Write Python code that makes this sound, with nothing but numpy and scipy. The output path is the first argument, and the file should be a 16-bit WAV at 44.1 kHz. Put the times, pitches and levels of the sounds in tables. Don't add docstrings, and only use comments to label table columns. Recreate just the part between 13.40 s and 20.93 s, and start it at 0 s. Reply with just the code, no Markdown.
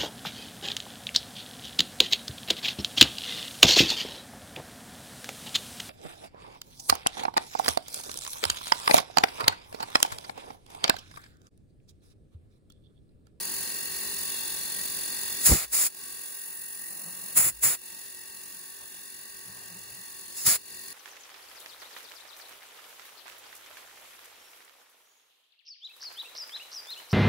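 import sys
import numpy as np
from scipy import signal
from scipy.fft import rfft, irfft, next_fast_len
from scipy.io import wavfile
from scipy.ndimage import uniform_filter1d

SR = 44100
rng = np.random.default_rng(int(sys.argv[2]) if len(sys.argv) > 2 else 0)


def amp(db):
    return 10 ** (np.asarray(db, float) / 20)


def write(x):
    x = np.atleast_2d(x).T
    wavfile.write(sys.argv[1], SR, np.round(np.clip(x, -1, 1) * 32767).astype(np.int16))


N = 332051
SIZE = next_fast_len(N)
HZ = np.maximum(np.arange(SIZE // 2 + 1) * SR / SIZE, 1)
TIME = np.arange(N) / SR
COARSE = TIME[::32]

# [f/Hz, lead/rad]
PORT_LEAD = [(520, 1.4), (1100, 0), (1640, 2.5), (2100, 1), (3100, 0.34), (3600, 2.15), (4400, 0.5),
             (5800, 2.5), (6700, 0.41)]
# [f/Hz, share 0-1]
PORT_COMMON = [(60, 0.56), (300, 0.88), (700, 0), (1600, 0.87), (3000, 0.65), (5500, 0.2), (7500, 0.8)]


def on_hz(table):
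    hz, value = np.transpose(table)
    return np.interp(np.log(HZ), np.log(np.maximum(hz, 1)), value)


def shaped(x, gain):
    return irfft(rfft(x, SIZE) * gain, SIZE)[..., :N]


def unit(x, lo_hz=1, hi_hz=SR / 2):
    mid = shaped(np.atleast_2d(x).mean(axis=0), (HZ >= lo_hz) & (HZ <= hi_hz))
    return x / np.sqrt(np.mean(mid ** 2))


def bell(hz, width):
    return 1 / (1 + (2 * abs(HZ - hz) / width) ** 3)


def walk(rate):
    k = int(SR / rate)
    steps = np.repeat(rng.standard_normal(N // k + 1), k)
    return 1.05 * uniform_filter1d(uniform_filter1d(steps, k), k)[:N]


def ports(three, lead, common, colour=1):
    # [f/Hz, left lead/half turns]
    path = [(8600, 1), (10800, 2), (12650, 3), (14800, 4), (17200, 5)]
    # [f/Hz, share 0-1]
    treble_common = [(8200, .97), (16000, .97)]
    share = np.clip(on_hz(common + treble_common), 0, 1)
    bass_lead = [(200, 0)]
    treble_lead = [(hz, np.pi * k) for hz, k in path]
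    left_right = np.array([[1], [-1]])
    turn = np.exp(.5j * on_hz(bass_lead + lead + treble_lead) * left_right)
    spectra = rfft(three, SIZE) * colour
    shared = spectra[0] * np.sqrt(share) * turn
    own = spectra[1:] * np.sqrt(1 - share)
    return irfft(shared + own, SIZE)[:, :N]


def held(start, stop, rise, fall, sag=0):
    attack = -rise * np.maximum(start - COARSE, 0)
    hold = -sag * np.clip(COARSE - start, 0, stop - start)
    return attack + hold - fall * np.maximum(COARSE - stop, 0)


def summed(envelopes_db):
    valve_s = .008
    power = sum(amp(2 * db) for db in envelopes_db)
    eased = uniform_filter1d(power, size=int(valve_s * SR / 32))
    return np.interp(TIME, COARSE, np.sqrt(abs(eased)))


def clatter(turns, memory):
    size = 1024
    memory = np.clip(memory, 0, .95)
    fresh = rng.standard_normal((3, int(turns[-1]) + 2, size))
    kept = signal.lfilter([np.sqrt(1 - memory ** 2)], [1, -memory], fresh, axis=1)
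    return kept.reshape(3, -1)[:, (turns * size).astype(int)]


def throb(turns, place, depth_db):
    angle = 2 * np.pi * (turns - place)
    return amp(depth_db * (np.cos(angle) + 0.16 * np.cos(2 * angle)))


def evened(ring, width, share):
    swell = uniform_filter1d((ring ** 2).sum(axis=0), size=int(SR / width / 2))
    ring = ring / (swell + .05 * swell.mean()) ** (share / 2)
    return ring / ring.std()


def gain_control():
    # [ducks t/s, lets go t/s, settles at level/dB]
    ducks = [
        (2.06, 2.53, -7),
        (3.966, 4.397, -8.5),
        (7.084, 7.23, -8),
    ]
    ducked_db, duck_s, recover_s = -14, .13, 0.078
    points, rest_db = [], 0
    for start, stop, settled_db in ducks:
        points += [(start, rest_db), (start + duck_s, ducked_db)]
        points += [(stop, ducked_db), (stop + recover_s, settled_db)]
        rest_db = settled_db
    return np.interp(TIME, *np.transpose(points))


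def frame_rumble(knocks):
    # [f/Hz, level/dB per Hz]
    rumble_colour = [(30, -18), (55, 7.5), (130, -6.5), (180, 5), (260, -2), (500, -12.5)]
    return unit(shaped(knocks, amp(on_hz(rumble_colour))), 34, 191)


def drive_whine():
    tone = np.sqrt(2) * np.sin(2 * np.pi * 10346 * TIME + 2.1 * walk(12))
    return tone * amp(-6 + 1.3 * walk(9))


def bearing_hiss(turns, treble_db, high_db):
    # [f/Hz, level/dB per Hz]
    bearing_colour = [(110, -21), (300, -13), (600, -14.5), (1300, -20), (2300, -15.5), (3150, -18.5),
                      (3900, -13.5), (5500, -10), (7000, -8), (8500, -3), (9500, 1.5), (10500, -4.5),
                      (11500, -8), (13000, -11), (15200, -3.5)]
    hiss = clatter(turns, memory=.12) * throb(turns, 0, depth_db=2.7)
    hiss = hiss * amp(0.94 * walk(300) + .5 * walk(7.8))
    hiss = unit(ports(hiss, PORT_LEAD, PORT_COMMON, amp(on_hz(bearing_colour))), 9455, 10530)
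    duller = shaped(hiss, 1 / (1 + (HZ / 7800) ** 16))
    return (hiss - duller) * amp(treble_db) + duller * amp(high_db + 3.5)


def housing_rings(turns, low_knocks, high_knocks, low_db, high_db, cut_db):
    # [f/Hz, width/Hz, level/dB, place in the turn 0-1, throb depth/dB, left minus right/dB]
    housing = [(382, 48, -12, 0.47, 4, -0.5), (889, 54, -13, 0.85, 5, -2), (1116, 102, -13, 0.24, 2, -0.5),
               (1591, 112, -5, 0.4, 3, 0), (1780, 45, -6.5, 0.46, 4, 2.5), (1891, 108, -4, 0.06, 3.5, 4),
               (2729, 160, -5.5, 0.75, 3, 4), (3582, 390, -5, 0.18, 3.5, -1),
               (4070, 45, -13, 0.5, 7.5, 4.5), (4268, 68, -4.5, 0.27, 6.5, 6),
               (4680, 310, -4.5, 0.66, 6.5, 7.5)]
    # [t/s, f/Hz, swell/dB, length/s]
    squeals = [
        (0.696, 4070, 11.5, .07),
        (1.397, 1891, 7, 0.046),
        (3.45, 1891, 7, 0.061),
        (4.803, 1891, 3, 0.065),
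        (6.6, 1891, 4, .08),
        (6.993, 2729, 11, .025),
        (7.4, 1891, 4.5, 0.12),
        (.6, 2729, -2.5, 0.42),
    ]
    top_ring_load = 0.62
    out = 0
    for hz, width, db, place, depth_db, pan_db in housing:
        ring = shaped(low_knocks if hz < 1400 else high_knocks, bell(hz, width))
        ring = evened(ring, width, share=.7) * throb(turns, place, depth_db)
        pan = amp(pan_db / 2 * np.array([[1], [-1]]))
        load_db = low_db + 3 if hz < 3200 else high_db - 2.0 + top_ring_load * cut_db
        for s, at, swell_db, length in squeals:
            if abs(at - hz) < width:
                load_db = load_db + swell_db * np.exp(-((TIME - s) / length) ** 2)
        out = out + ring / ring.std() * pan * amp(db + load_db + 2.2 * walk(3.5))
    return out


def spindle():
    # [t/s, cutting load/dB, phone drawn back/dB]
    cut_and_phone = [(0, 0.5, -0.5), (.65, 0.5, 0), (1.4, 0.5, 0.3), (2.0, 0.8, 0), (2.7, 0, 0.5),
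                     (3.1, -5.5, 1.8), (3.55, -4.5, 1.7), (3.9, -2, 1.5), (4.6, -.6, -1.5), (5.3, -1, -2.5),
                     (5.9, -1, -3), (6.3, 1, -4), (6.7, -0.1, -2), (7.0, 1.5, -3), (7.53, 1.2, -1.5)]
    # [t/s, turns ahead of a steady shaft]
    turns_ahead = [(0, .57), (1, .44), (2, .34), (2.75, .3), (3.5, .12), (4.25, .25), (5, .35), (5.75, .42),
                   (6.5, .31), (7.53, .3)]
    s, *controls = np.transpose(cut_and_phone)
    cut_db, back_db = (np.interp(TIME, s, c) for c in controls)
    gain_db = gain_control()
    treble_db = -41.5 + gain_db + back_db
    low_db = -50 + gain_db + 0.13 * cut_db + 0.059 * back_db
    high_db = -44.5 + gain_db + 0.74 * cut_db + 0.56 * back_db
    rumble_db = -61 + gain_db + 0.74 * cut_db + .8 * back_db
    rest_start_s, rest_stop_s, rest_edge_s, rest_db = 2.75, 3.1, .08, -11
    inside_s = np.minimum(TIME - rest_start_s, rest_stop_s - TIME)
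    rumble_db = rumble_db + rest_db * np.clip(inside_s / rest_edge_s, 0, 1)

    turns_per_s = 45
    turns = turns_per_s * TIME + np.interp(TIME, *np.transpose(turns_ahead))
    hiss = bearing_hiss(turns, treble_db, high_db)
    low_knocks, high_knocks = (ports(clatter(turns, memory), PORT_LEAD, PORT_COMMON) for memory in (.6, .25))
    rings = housing_rings(turns, low_knocks, high_knocks, low_db, high_db, cut_db)
    rumble = frame_rumble(low_knocks) * amp(rumble_db)
    return hiss + rings + drive_whine() * amp(treble_db) + rumble


def feed_motor():
    # [from t/s, to t/s, low groan level/dB, upper groan level/dB, gear rush level/dB]
    moves = [
        (3.516, 3.93, -91, -64, -61.5),
        (5.41, 5.44, -72, -85, -61.5),
        (6.09, 6.594, -66.5, -75, -67),
    ]
    # [t/s, low groan level/dB, upper groan level/dB, gear rush level/dB]
    jolts = [(3.68, -85, -49, -56), (3.846, -75, -58, -67), (3.93, -76, -60, -65), (6.096, -59, -54, -61),
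             (6.17, -64, -75, -58), (6.22, -67, -75, -58), (6.325, -68, -54, -64), (6.366, -63, -52, -64),
             (6.53, -64, -72, -70), (6.595, -69, -58, -74)]
    move_db_per_s, jolt_db_per_s = 350, 422
    events = [(db, held(start, stop, move_db_per_s, move_db_per_s)) for start, stop, *db in moves]
    events += [(db, held(s, s, jolt_db_per_s, jolt_db_per_s)) for s, *db in jolts]
    low_gain, upper_gain, gear_gain = (summed(db[k] + shape for db, shape in events) for k in range(3))
    low, upper = (np.sqrt(2) * np.sin(2 * np.pi * hz * TIME + 1.8 * walk(35)) for hz in (110, 182))
    gear = unit(ports(rng.standard_normal((3, N)), PORT_LEAD, PORT_COMMON, bell(770, 1040)))
    return low * low_gain * amp(3 * walk(60)) + upper * upper_gain + gear * gear_gain


def hose_shudder():
    # [from t/s, to t/s, level/dB]
    shudders = [
        (2.2, 2.405, -61),
        (4.145, 4.28, -57.5),
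    ]
    slope = 250
    gain = summed(db + held(start, stop, slope, slope) for start, stop, db in shudders)
    return np.sqrt(2) * np.sin(2 * np.pi * 57 * TIME) * gain


def air_gun():
    # [valve opens t/s, shuts t/s, level/dB, sag/dB per s, first overshoot/dB]
    blasts = [
        (2.063, 2.25, -20, 132, 0.5),
        (2.332, 2.47, -27.5, 21, -3.5),
        (3.973, 4.094, -25.5, 38, 5),
        (4.236, 4.349, -21.5, 137, -3),
        (7.067, 7.159, -20.5, 133, -1.5),
    ]
    # [from t/s, to t/s, level/dB]
    leak_events = [
        (2.048, 2.06, -33.5),
        (3.958, 3.97, -51),
        (6.978, 7.058, -42.5),
    ]
    # [t/s, peak level/dB, rise and fall/dB per s]
    gust_events = [(2.1, -27, 800), (2.123, -11.5, 1000), (2.148, -26.5, 800), (3.995, -39.5, 400),
                   (4.069, -39.5, 450), (4.258, -45.5, 450), (4.285, -48, 500), (7.08, -38, 700),
                   (7.125, -52, 300)]
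    # [t/s, level/dB]
    aim = [(2.1, 0.5), (2.4, 1), (4.0, -6), (4.3, -3), (7.0, 6), (7.1, 1.5)]
    # [f/Hz, level/dB per Hz]
    jet_colour = [(3000, -36), (4300, -15.5), (5300, -6.5), (5700, -11.5), (6500, -5.5), (7500, 2.5),
                  (8500, -0.5), (10000, 0), (11500, -5), (13300, -7), (14200, -5.5), (15500, -2)]
    # [f/Hz, level/dB per Hz]
    rush_colour = [(100, -24), (300, -8), (1000, -3.5), (2000, 2.5), (3150, -5.5), (3600, -1), (4000, -1.5),
                   (4500, 2.5), (6000, -13)]
    # [f/Hz, level/dB per Hz]
    gust_colour = [(20, -22), (40, -7.5), (170, -3), (240, -13), (500, -21), (1200, -32), (2600, -92)]
    # [f/Hz, lead/rad]
    air_lead = [(1100, -1), (1550, 2), (2300, 0.77), (3000, 0), (4000, 1.5), (4600, -4), (5300, 5),
                (6600, 0.7)]
    # [f/Hz, share 0-1]
    air_common = [(100, 0.99), (1000, 1), (3000, 0.54), (6000, 0.16), (7500, 0.78)]
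    # [f/Hz, share 0-1]
    gust_common = [(50, .985), (1000, .85)]
    open_db_per_s, shut_db_per_s, leak_db_per_s, overshoot_s = 1096, 1142, 330, 0.027

    def flow(sag_share):
        levels = []
        for start, stop, db, sag, over_db in blasts:
            overshoot = over_db * np.exp(-np.maximum(COARSE - start, 0) / overshoot_s)
            levels.append(db + overshoot + held(start, stop, open_db_per_s, shut_db_per_s, sag * sag_share))
        return levels

    leaks = [db + held(start, stop, leak_db_per_s, shut_db_per_s) for start, stop, db in leak_events]
    gusts = [db + held(s, s, slope, slope) for s, db, slope in gust_events]
    rush_flow = flow(.55)
    jet_gain = summed(flow(0.93) + leaks)
    rush_gain = summed([db - 13.5 for db in rush_flow] + [db - 17 for db in leaks])
    gust_gain = summed(gusts + [db - 32 for db in rush_flow])

    eddies = amp(0.69 * walk(200) + .5 * walk(40))
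    jet = ports(rng.standard_normal((3, N)), air_lead, air_common, amp(on_hz(jet_colour)))
    rush = ports(rng.standard_normal((3, N)), air_lead, air_common, amp(on_hz(rush_colour)))
    gust = ports(rng.standard_normal((3, N)), air_lead, gust_common, amp(on_hz(gust_colour)))
    air = unit(jet, 6300, 10300) * jet_gain + unit(rush, 500, 2600) * rush_gain
    shaded = shaped(air, bell(4870, 3400))
    air = air + shaded * (amp(np.interp(TIME, *np.transpose(aim))) - 1)
    return air * eddies + unit(gust, 40, 450) * gust_gain + hose_shudder()


def scene():
    return spindle() + feed_motor() + air_gun()


def starve(x, scarce_db):
    # [f/Hz, depth/dB]
    masking = [(2000, 20), (2300, 11), (2700, 14), (3150, 6), (3550, 12), (3880, 7.5), (4200, 11),
               (5300, 9), (5600, 6.5), (5900, 9.5), (6500, 11), (8600, 10), (10800, 9), (12000, 5.5),
               (13400, 6), (14300, 8), (15300, 5)]
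    size, count = 2048, 8
    spectra = signal.stft([x[0] + x[1], x[0] - x[1]], SR, nperseg=size)[2]
    power = (abs(spectra[:, :-1]) ** 2).reshape(2, -1, count, spectra.shape[2]).mean(axis=2)
    hz = np.arange(power.shape[1])[:, None] * count * SR / size
    power = np.where(hz > 6500, uniform_filter1d(power, size=3, axis=1), power)
    near = uniform_filter1d(power.sum(axis=0), size=9, axis=0)
    near = near * amp(-2 * np.interp(hz, *np.transpose(masking)))
    total = power.sum(axis=0).mean(axis=0)
    far = total * amp(2 * scarce_db) * (hz > 3000)
    attack = total > 9 * np.roll(total, 1)
    ragged = amp(3 * uniform_filter1d(rng.standard_normal(power.shape), size=3, axis=2))
    keep = (power * ragged > near + far) | (hz < masking[0][0]) | attack
    spectra[:, :-1] *= np.repeat(keep, count, axis=1)
    both, apart = signal.istft(spectra, SR, nperseg=size)[1][:, :N]
    return np.array([both + apart, both - apart]) / 2


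def low_pass(x):
    return signal.sosfilt(signal.butter(12, 17000, fs=SR, output="sos"), x)


def record(dry):
    top_hz, rumble_hz = 15730, 40
    cut = shaped(dry, (HZ < top_hz) / np.sqrt(1 + (rumble_hz / HZ) ** 6))
    mix = starve(cut, scarce_db=-16.6)
    return low_pass(mix)


dry = scene()
out = record(dry)
write(out)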